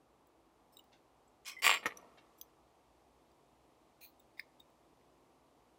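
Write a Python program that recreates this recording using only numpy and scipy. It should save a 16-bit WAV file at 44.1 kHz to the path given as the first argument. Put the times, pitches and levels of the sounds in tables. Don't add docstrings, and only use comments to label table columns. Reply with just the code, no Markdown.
import sys
import numpy as np
from scipy import signal
from scipy.fft import rfft, irfft, next_fast_len
from scipy.io import wavfile
from scipy.ndimage import uniform_filter1d

SR = 44100
rng = np.random.default_rng(int(sys.argv[2]) if len(sys.argv) > 2 else 0)


def volts_from_decibels(level):
    exponent = np.asarray(level, float) / 20
    return 10 ** exponent


def transcribe(signal):
    frames = np.atleast_2d(signal).T
    limited = np.clip(frames, -1, 1)
    pcm = np.round(limited * 32767).astype(np.int16)
    wavfile.write(sys.argv[1], SR, pcm)


N = 255047
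TOP_HZ = 15800


def unit(x):
    return x / np.sqrt(np.mean(x ** 2))


def add(out, start_s, x):
    i = int(start_s * SR)
    out[i:i + len(x)] += x[:N - i]


def fade(t, t60_s):
    return np.exp(-np.log(1000) * t / t60_s)


def band(x, hz, width_hz):
    return signal.lfilter(*signal.iirpeak(min(hz, .45 * SR), hz / width_hz, fs=SR), x)


def between(x, low_hz, high_hz):
    sos = signal.butter(3, [low_hz, min(high_hz, .45 * SR)], "band", fs=SR, output="sos")
    return signal.sosfilt(sos, x)


def walk(rate_hz):
    k = int(SR / rate_hz)
    steps = np.repeat(rng.standard_normal(size=200), k)[:N]
    return uniform_filter1d(uniform_filter1d(steps, k), k)


# freq_hz, density_db [dB per Hz]
AIR_SPECTRUM = [(30, -15.5), (52, 0), (70, -4), (92, -13), (120, -4), (200, -11.5), (245, -3), (330, -4),
                (600, -5), (720, -2.5), (1150, -6.5), (1600, -18.5), (5000, -29.5), (14200, -35),
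                (15600, -42.5)]
# time_s, level_db
LOW_SWELL = [(0.0, -70.5), (1.5, -71.5), (1.78, -64.5), (2.43, -71), (2.65, -72), (5.78, -71)]
# time_s, gain_db
RUSTLE = [(0, 2.5), (1.5, 3), (1.9, 7.5), (2.35, 5.5), (2.6, 4)]
# freq_hz, rms_db
HUM = [(59.2, -89.5), (328.4, -84), (10427, -107)]
AIR_DB = -68.5


def air():
    t = np.arange(N) / SR
    size = next_fast_len(N)
    hz = np.maximum(np.fft.rfftfreq(size, 1 / SR), 1)
    shape_hz, shape_db = np.transpose(AIR_SPECTRUM)
    shape = volts_from_decibels(np.interp(np.log(hz), np.log(shape_hz), shape_db))
    noise = volts_from_decibels(AIR_DB) * unit(irfft(rfft(rng.standard_normal(size)) * shape, size)[:N])
    swell_db = np.interp(t, *np.transpose(LOW_SWELL))
    bass_db = 0.62 * walk(2.1) + swell_db - np.median(swell_db) + 0.84
    noise = noise + between(noise, 89.97, 700) * (volts_from_decibels(bass_db) - 1)
    rustle_db = np.interp(t, *np.transpose(RUSTLE))
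    noise = noise + between(noise, 1499, 15000) * (volts_from_decibels(rustle_db) - 1)
    out = noise * volts_from_decibels(0.36 * walk(1.706))
    for hz, rms_db in HUM:
        out = out + np.sqrt(2) * volts_from_decibels(rms_db + 2.82 * walk(7.32)) * np.sin(2 * np.pi * hz * t)
    return out


# centre_hz, t60_s, level_db
ROOM = [(124.85, 1.3, -14.5), (249, 1.3, -15), (501.4, 1.8, -14.5), (996, 2.3, -24.5), (2007, 1, -34),
        (3990, 0.72, -28.5), (8000, .6, -34.5), (13020, 0.3, -35)]
BENCH_T60_S, BENCH_DB = 0.078, -13.5


def echo(x):
    t = np.arange(SR) / SR
    bench = rng.standard_normal(SR) * fade(t, BENCH_T60_S) * (t > .002)
    answer = volts_from_decibels(BENCH_DB) * unit(bench)
    for hz, t60_s, level_db in ROOM:
        octave = between(rng.standard_normal(SR), hz / np.sqrt(2), hz * np.sqrt(2))
        tail = unit(octave * fade(t, t60_s) * (t > .008))
        answer = answer + volts_from_decibels(level_db) * np.sqrt(2.1 * hz / SR) * tail
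    return signal.fftconvolve(x, answer / np.sqrt(SR))[:N]


# freq_hz, width_hz, level_db
BIT_ON_SCREW = [(5310, 18, -1), (8080, 68, -2), (9300, 40, -8), (11300, 100, -7), (14100, 70, 1),
                (15100, 50, -7)]
PALM = [(1570, 60, 1), (2242, 55, -3), (2740, 70, -1), (3450, 90, -0.5), (4200, 90, -5), (5400, 200, -16)]
TOOL_SLIDE = [(1150, 60, -3), (2200, 22.7, 2.5), (2504, 38.04, 1), (3225, 130, -0.5), (4115, 147, -7),
              (4960, 60, -3), (5357, 150, 2), (5900, 100, -4), (7520, 250, -7), (10580, 200, -7),
              (12600, 200, -8), (13450, 150, -5), (15400, 150, -6)]
TOOL_ROLL = [(2183, 100, -1), (2897, 98, 0), (4670, 120, -2.5), (5290, 120, -5.5), (7000, 150, -9.5),
             (8907, 110, -13.5), (9900, 93, -6.5), (10610, 220, -12.5), (11900, 101, -4), (15600, 93, -1)]
BIT_RUB = [(5215, 100, -2), (8500, 103, -3), (12600, 200, -0.5), (13900, 200, -4)]
TOOL_DRAG = [(2150, 90, 0), (3200, 100, -8), (5350, 90, -2), (7400, 200, -11), (10500, 200, -18),
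             (13500, 200, -17)]
TOOL_SKID = [(473, 53, -7), (1230, 340, -1), (1840, 220, -3), (2230, 540, -13), (4000, 110, -31),
             (5760, 84, -11), (6780, 100, -22)]
FINGERS = [(1800, 89, -2), (2240, 54, -2.5), (2770, 55, -2), (3130, 71, -2.5), (3630, 40, -5),
           (4880, 60, -15)]
WRIST = [(680, 50, 0), (980, 25, -2), (1130, 71, -24), (2330, 42, -22)]
BLADES = [(5900, 80, -12), (7600, 45, -9), (10700, 21, -10), (12900, 53, -7), (13300, 28, 0),
          (15500, 96, -13)]
PLATE = [(2020, 32, -20), (2500, 160, -0.5), (6430, 63, -4), (9600, 60, -2), (10400, 60, -5.5)]
TIPS = [(4210, 120, -1), (12400, 100, 1), (13400, 120, -6), (14600, 60, 2), (15400, 100, 2.5)]
LEVER_EDGE = [(2100, 70, 0.5), (3697, 150, -8), (4850, 200, -11), (10580, 130, -24), (13100, 180, -21),
              (15400, 97, -16.5)]
STROKE_STARTS_S = [.722, .918, 1.454, 1.5, 1.586, 1.619, 1.857, 2.015, 2.172, 2.376, 4.006, 4.012, 4.012,
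                   4.37, 4.405]
# surface, treble_fade [ratio], rise_s, fall_s, rms_db, hiss_db, rough_db
STROKES = [ (BIT_ON_SCREW, .1, 0.011, 0.055, -68, -12, 2), (PALM, .6, .01, 0.078, -71, 3.3, 2.2),
           (TOOL_SLIDE, 1.4, 0.031, 0.075, -45, 0.5, 1.3), (TOOL_DRAG, .8, .02, .08, -58, -8, 1.3),
           (BIT_RUB, .1, .012, .015, -65, -12, 1.2), (TOOL_ROLL, 1.5, 0.035, 0.15, -33.5, -2, 1.8),
           (TOOL_SKID, .55, 0.0048, 0.021, -33, -24, 1.6), (WRIST, .55, 0.016, 0.051, -63, -15, 2.2),
           (FINGERS, .55, 0.0092, 0.055, -63, -5, 1.8), (BLADES, .1, 0.011, 0.054, -67, -11, 2.2),
           (TIPS, .1, .004, .012, -64, -1, 1.2), (PLATE, .1, 0.023, 0.036, -59.5, -12, 1.1),
           (TIPS, 0.11, 0.032, 0.053, -54, -14.5, .7), (LEVER_EDGE, .1, 0.011, 0.037, -61, -13, .8),
           (LEVER_EDGE, 2.7, 0.02, 0.07, -70.5, -25, 1.2)]
LIFT_S = 0.059


def scrapes():
    out, t = np.zeros(N), np.arange(SR // 4) / SR
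    for start_s, stroke in zip(STROKE_STARTS_S, STROKES):
        surface, treble_fade, rise_s, fall_s, rms_db, hiss_db, rough_db = stroke
        push_s = np.cumsum([0, .002, rise_s, fall_s, LIFT_S])
        push_db = np.interp(t, push_s, [-40, -7.5, -0.5, -20.0, -60])
        patches = np.repeat(rng.standard_normal(len(t)), 100)[:len(t)]
        slips = rng.standard_normal(len(t))
        slip_db = np.minimum(rough_db * rng.exponential(size=len(t)), 11) + rough_db * patches
        grit = slips * volts_from_decibels(slip_db)
        tone = 0
        for hz, width_hz, level_db in surface:
            width_hz = 2.5 * abs(width_hz) + 0.039 * hz
            push = volts_from_decibels(level_db + push_db * (0.83 + treble_fade * hz / TOP_HZ))
            tone = tone + push * unit(band(band(grit, hz, width_hz), hz, width_hz))
        tone = tone / np.sqrt(sum(volts_from_decibels(2 * level_db) for _, _, level_db in surface))
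        hiss = unit(band(between(grit, .8 * surface[0][0], 1.082 * surface[-1][0]), 3000, 5000))
        hiss = volts_from_decibels(hiss_db + (1.13 + treble_fade / 2) * push_db) * hiss
        add(out, start_s, volts_from_decibels(rms_db) * (tone + hiss))
    return out


def ring(modes, contact_ms, held_s, free_db, scatter_db, detune, crack_db):
    hz, level_db, t60_s = np.transpose(modes)[:, :, None]
    t = np.arange(SR // 12) / SR
    chance = rng.standard_normal((2, len(hz), 1))
    waves = np.sin(2 * np.pi * hz * (1 + detune * chance[0]) * t)
    waves = volts_from_decibels(level_db + scatter_db * chance[1]) * waves
    swell = np.sin(np.pi / 2 * np.clip(t * 1000 / max(contact_ms, .05), 0, 1)) ** 2
    held = fade(np.maximum(t - contact_ms / 1000, 0), max(held_s, .001))
    free = volts_from_decibels(free_db) * fade(t, np.clip(t60_s, .004, .12))
    y = swell * (waves * (held + free)).sum(axis=0)
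    crack = rng.standard_normal(len(t)) * swell * held
    y = y / np.abs(y).max() + volts_from_decibels(crack_db) * crack / np.abs(crack).max()
    y = between(y, 1.06 * hz.min(), 0.97 * hz.max())
    return y / np.abs(y).max()


# freq_hz, level_db, t60_s
PAWL = [(2900, -10, .02), (3807, -1, 0.049), (7490, -6, .03), (8450, -11, .03), (15100, 0, .03)]
SCREW = [(2952, -2.5, 0.035), (3777, -13, .031), (7240, -19, .035), (8300, -25, .033), (15300, -23, .041)]
SPRING = [(7750, 0, .04), (10800, -24, .02), (14130, -14, .015), (15500, -1, .03)]
WASHER = [(3610, -6, .01), (4800, -1, .02), (7580, -4, .02), (10560, -9, .02), (15500, 6, .03)]
SHAFT = [(2050, 0, .04), (3060, -21, .015), (5236, -24.5, .015), (8490, -37, .01), (12700, -30, .01)]
HANDLE = [(2490, -18, .02), (3660, -22, .042), (5920, -1, .025), (8400, -21, .039), (9997, -14.5, .025),
          (11300, -22, .054), (12380, -16, 0.047), (12900, -17, .062), (15100, -19, .027)]
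TWEEZERS = [(2800, -18, .01), (3310, -5.5, .01), (3830, -12.5, .01), (4890, -7.5, 0.0086),
            (6040, -2.5, 0.076), (6370, -6.5, 0.07), (9200, -9.5, .057), (11670, -12, .036),
            (12180, -4, .055), (12510, -0.5, 0.1), (14000, -15, 0.087), (15200, 7.5, .03)]
CAM = [(3685, -1, .04), (6750, -28, .03), (7840, -22, .04), (11500, -26, .04), (12740, -25, .03),
       (15600, -10.5, .04)]
LEVER = [(1805, 1, .03), (2150, 2.5, 0.036), (2460, -10.5, .02), (8100, -31, .02), (9080, -26, .02),
         (11800, -42, .015), (13050, -32, .012), (15300, -14, .025)]
CATCH = [(3630, -2, .04), (4140, -8, .03), (4634, -2, .04), (4940, 1.5, .05), (5275, -3, .04),
         (9900, -24, .02)]
FERRULE = [(1950, 1, .01), (3002, -4.5, .01), (7054, 0, 0.011), (8483, -8, .01)]
GRIT = [(2470, 1.5, .02), (3270, -4, .02), (4050, -7.5, 0.016), (5154, -5, 0.019), (6920, -10, .015),
        (10500, -13.5, .01)]
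KNUCKLE = [(680, 9, 0.026), (1110, -10, .02), (2230, -16, .015)]
BENCH = [(60, -6, .05), (109, -1, .04), (193, 3, .04), (280, -6.5, .03)]
# (start_s, peak_db, contact_ms, free_db, bright_db [dB per octave])
TOUCHES = [ (PAWL, -20, [(.7685, -45, 2.3, 1, -0.3), (.787, -52, 3.3, -21, 6)]),
           (SCREW, -19, [(.7915, -48, 3.7, 4, .1)]), (SPRING, -10, [(.2695, -60, 1.6, -19, 6),
           (1.275, -67, 6, -9, -30), (4.1945, -58.5, 3, -22, -4), (4.699, -69, 3, -19, 5)]),
           (WASHER, -7, [(.84, -63, 1.5, -25, 2), (3.313, -66.5, 4, -19, -6), (4.595, -59, 4, -22, .6)]),
           (SHAFT, -21, [(1.5645, -44, 5, 10, -6.5), (1.569, -46, 6, 6, -6), (1.583, -44.5, 8, -25, -5.5),
           (1.594, -45, 6, -15.5, -0.7), (5.012, -64, 1.5, -19, 6)]),
           (HANDLE, -13, [(1.9705, -40.5, 2.6, -15, 2), (1.9745, -43.5, 1.1, -13, -2),
           (2.012, -63, 2.9, -21.5, 5)]), (TWEEZERS, -18, [(2.4115, -31.5, 2.6, -11.5, -0.5)]),
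           (CAM, -21, [(4.197, -55, 5, -24, 6), (4.599, -47.5, 4.9, -15, -1.5)]),
           (LEVER, -29, [(4.3933, -28, 2.9, -27, 1)]), (CATCH, -23, [(4.3955, -40, 2, -22, 2),
           (4.3998, -50.5, 1.3, -17, -14)]), (FERRULE, -12, [(1.449, -48, 1.2, -30, 1)]),
           (GRIT, -7, [(1.4548, -47.5, .4, -20, 3), (1.4648, -38.5, .5, -16.5, 3),
           (1.468, -44.5, .6, -14.5, -0.5), (1.4852, -43.5, 0.5996, -15.5, 1.5),
           (1.488, -43.5, .6, -15.5, 4), (1.4962, -36.5, .7, -14, -5.5), (1.5022, -40.5, .7, -14, -3),
           (1.867, -36, 0.26, -29, 0), (4.013, -55, .6, -20, -8)]),
           (KNUCKLE, -22, [(1.8565, -32, .5, -13, 9), (2.027, -61, 1.4, -8, 1), (2.175, -59, 1.7, -7, -7)]),
           (BENCH, -28, [(1.665, -50, 4, -6, 0.3), (1.86, -50.5, 5, -8, -3)])]


def ticks():
    out = np.zeros(N)
    for part, crack_db, touches in TOUCHES:
        for start_s, peak_db, contact_ms, free_db, bright_db in touches:
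            modes = [(hz, level_db + bright_db * np.log2(hz / part[0][0]), t60_s)
                     for hz, level_db, t60_s in part]
            held_s = .0055 + .003 * contact_ms
            tick = ring(modes, contact_ms, held_s, free_db, .3, .001, crack_db)
            add(out, start_s, volts_from_decibels(peak_db) * tick)
    return out


RISE_S = .0007


def bounces(table, thud, steel, singing, free_spans, ring_db, held_s, free_db):
    out, chance = np.zeros(N), rng.standard_normal((len(table), len(singing)))
    for peak_s, peak_db, steel_db in table:
        thump = ring(thud, 0.29, held_s, free_db, 3.24, 0.021, -20)
        ping = ring(steel, 0.21, 0.00657, -17.5, 3.0, 0.0031, -9.5)
        add(out, peak_s - RISE_S, volts_from_decibels(peak_db - 1.0) * (thump + volts_from_decibels(steel_db + ring_db) * ping))
    hit_s, hit_db, _ = np.transpose(table)
    for (hz, level_db, t60_s), (from_s, until_s), scatter in zip(singing, free_spans, chance.T):
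        blows = np.zeros(N, complex)
        ungripped = (hit_s > from_s) * (hit_s < until_s)
        blows[(hit_s * SR).astype(int)] = volts_from_decibels(level_db + 0.99 * hit_db + 3.02 * scatter) * ungripped
        decay = np.log(1000) / (max(t60_s, .01) * SR)
        pole = np.exp(2j * np.pi * hz / SR - decay)
        out += signal.lfilter([1], [1, -pole], blows).imag
    return out


# peak_s, peak_db, steel_db
KNOCK = [(1.8304, -39, -21), (1.8332, -43, -26), (1.8358, -41.5, -26), (1.8398, -42, -7),
         (1.8431, -42, -20), (1.8478, -46, -21), (1.8538, -37.5, -27), (1.8582, -21.5, -18),
         (1.8615, -26.5, -9), (1.8651, -28.5, -10), (1.8683, -28.5, -14), (1.8716, -40, -10),
         (1.8743, -40, -11), (1.8776, -49, -14), (1.8815, -50, -17), (1.8866, -39, -22), (1.8911, -46, -17),
         (1.8937, -51, -17), (1.8988, -57, -16), (1.9012, -52, -13), (1.9054, -43, -24), (1.909, -38, -26),
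         (1.9126, -44, -17), (1.9161, -56, -21), (1.9192, -58, -14), (1.9218, -39.5, -26),
         (1.9244, -51, -21), (1.929, -50, -21)]
# freq_hz, level_db, t60_s
KNOCK_THUD = [(159, -28, 0.043), (276, -11.5, 0.021), (510, -6, .04), (703, -10, 0.064), (890, -2, 0.026),
              (1223, 2, 0.046), (1837, 0, 0.06), (2010, 0, 0.029), (2200, 0, 0.043), (2400, -17, 0.034),
              (2750, -23, 0.033), (3340, -10, .03), (4070, -9.5, .03)]
KNOCK_RING = [(5800, -1.5, .05), (6820, -9, .05), (8900, -4, 0.099), (10130, -5, .05), (11100, -4, .09),
              (12300, -8, .09), (13500, -12, .03), (14530, -7, .04), (15400, -1.5, .03)]
HANDLE_END = [(1290, -17.5, 0.062), (1890, -21, 0.036), (5880, -19.5, 0.018), (6930, -32, .05),
              (9010, -32.5, 0.07), (10040, -33, .04), (11310, -29, 0.1), (12000, -33, .07),
              (15200, -36, .04)]
# from_s, until_s
HANDLE_END_FREE = [(1.855, 1.89)] + 8 * [(1.855, 1.867)]


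def knock():
    return bounces(KNOCK, KNOCK_THUD, KNOCK_RING, HANDLE_END, HANDLE_END_FREE,
                   ring_db=-4, held_s=0.011, free_db=-5)


# peak_s, peak_db, steel_db
CLATTER = [(1.6207, -36.5, -7.5), (1.6252, -31.5, -12), (1.6298, -34.5, -4), (1.6327, -30, -5.5),
           (1.6353, -32, 0.5), (1.6388, -31, -1), (1.6415, -32.5, -1.5), (1.6441, -16, -12),
           (1.6468, -26.5, -6.5), (1.6498, -14.5, -11.5), (1.6539, -23.5, -5), (1.6564, -20, -6.5),
           (1.6591, -19, -11), (1.6635, -21, -13), (1.6667, -7.5, -9), (1.6693, -21, -9),
           (1.6732, -19.5, -6.5), (1.6758, -25.5, -8.5), (1.6788, -10, -9.5), (1.6837, -24.5, -8.5),
           (1.6878, -24.5, -7), (1.6912, -28, -9), (1.6943, -12.5, -20), (1.6976, -22, -13),
           (1.7007, -32, -5), (1.7034, -12, -13), (1.7059, -25.5, -12.5), (1.71, -27, -10),
           (1.7136, -13.5, -14), (1.7169, -22.5, -18), (1.7205, -35, -8.5), (1.7251, -16.5, -23),
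           (1.7289, -20, -11), (1.7331, -30.5, -12), (1.7362, -20.5, -15), (1.7409, -20.5, -9),
           (1.7434, -28, -9), (1.7461, -22, -12), (1.7486, -21.5, -13), (1.7536, -27, -19),
           (1.7599, -25, -16), (1.7629, -33, -12), (1.7671, -30, -15.5), (1.7724, -29.5, -15),
           (1.7759, -34.5, -17), (1.7783, -36, -14), (1.7819, -39, -12)]
# freq_hz, level_db, t60_s
CLATTER_THUD = [(494.6, -9, 0.082), (728.5, -14, 0.076), (954, -9, .06), (1124.6, -2.5, .07),
                (1356, -8.5, 0.14), (1812, -15.5, 0.041), (1964, -3.5, 0.077), (2177, -0.5, 0.063),
                (2410, 1, 0.035), (2630, -6.5, .05), (2840, -6, 0.0603), (3090, -12.5, .05),
                (4040, -12.5, 0.052), (4762, -9, .04)]
CLATTER_RING = [(5180, -5, 0.021), (6130, -6.5, .03), (7462, .5, 0.0999), (8030, 0.5, 0.014),
                (8890, -7, .02), (10200, -12, .03), (11200, -14, .02), (12030, -12, .04),
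                (12400, -13.5, .03), (13400, -11.5, .03), (14500, -14, 0.0199), (15440, -12, .04)]
SHANK = [(1140, -31, 0.09), (4036, -35.5, 0.08), (4700, -34, 0.07), (7470, -31.5, 0.14),
         (10150, -28, 0.046), (11950, -36.5, .06), (13900, -33, .1), (15450, -35, .05)]
# from_s, until_s
SHANK_FREE = [(1.62, 1.76), (1.62, 1.75), (1.62, 1.71), (1.66, 1.745), (1.628, 1.655), (1.62, 1.682),
              (1.738, 1.75), (1.62, 1.682)]


def rattle():
    return bounces(CLATTER, CLATTER_THUD, CLATTER_RING, SHANK, SHANK_FREE,
                   ring_db=-3, held_s=0.006, free_db=-11.5)


def scene():
    near = scrapes() + ticks() + knock() + rattle()
    return (near + echo(near) + air())[None]


def roll_off(x):
    return signal.sosfilt(signal.butter(12, 16510, fs=SR, output="sos"), x)


def record(dry):
    mix = signal.sosfilt(signal.butter(3, 45, "high", fs=SR, output="sos"), dry)
    mix = signal.sosfilt(signal.ellip(8, .2, 60, TOP_HZ, fs=SR, output="sos"), mix)
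    return roll_off(mix)


dry = scene()
out = record(dry)
transcribe(out)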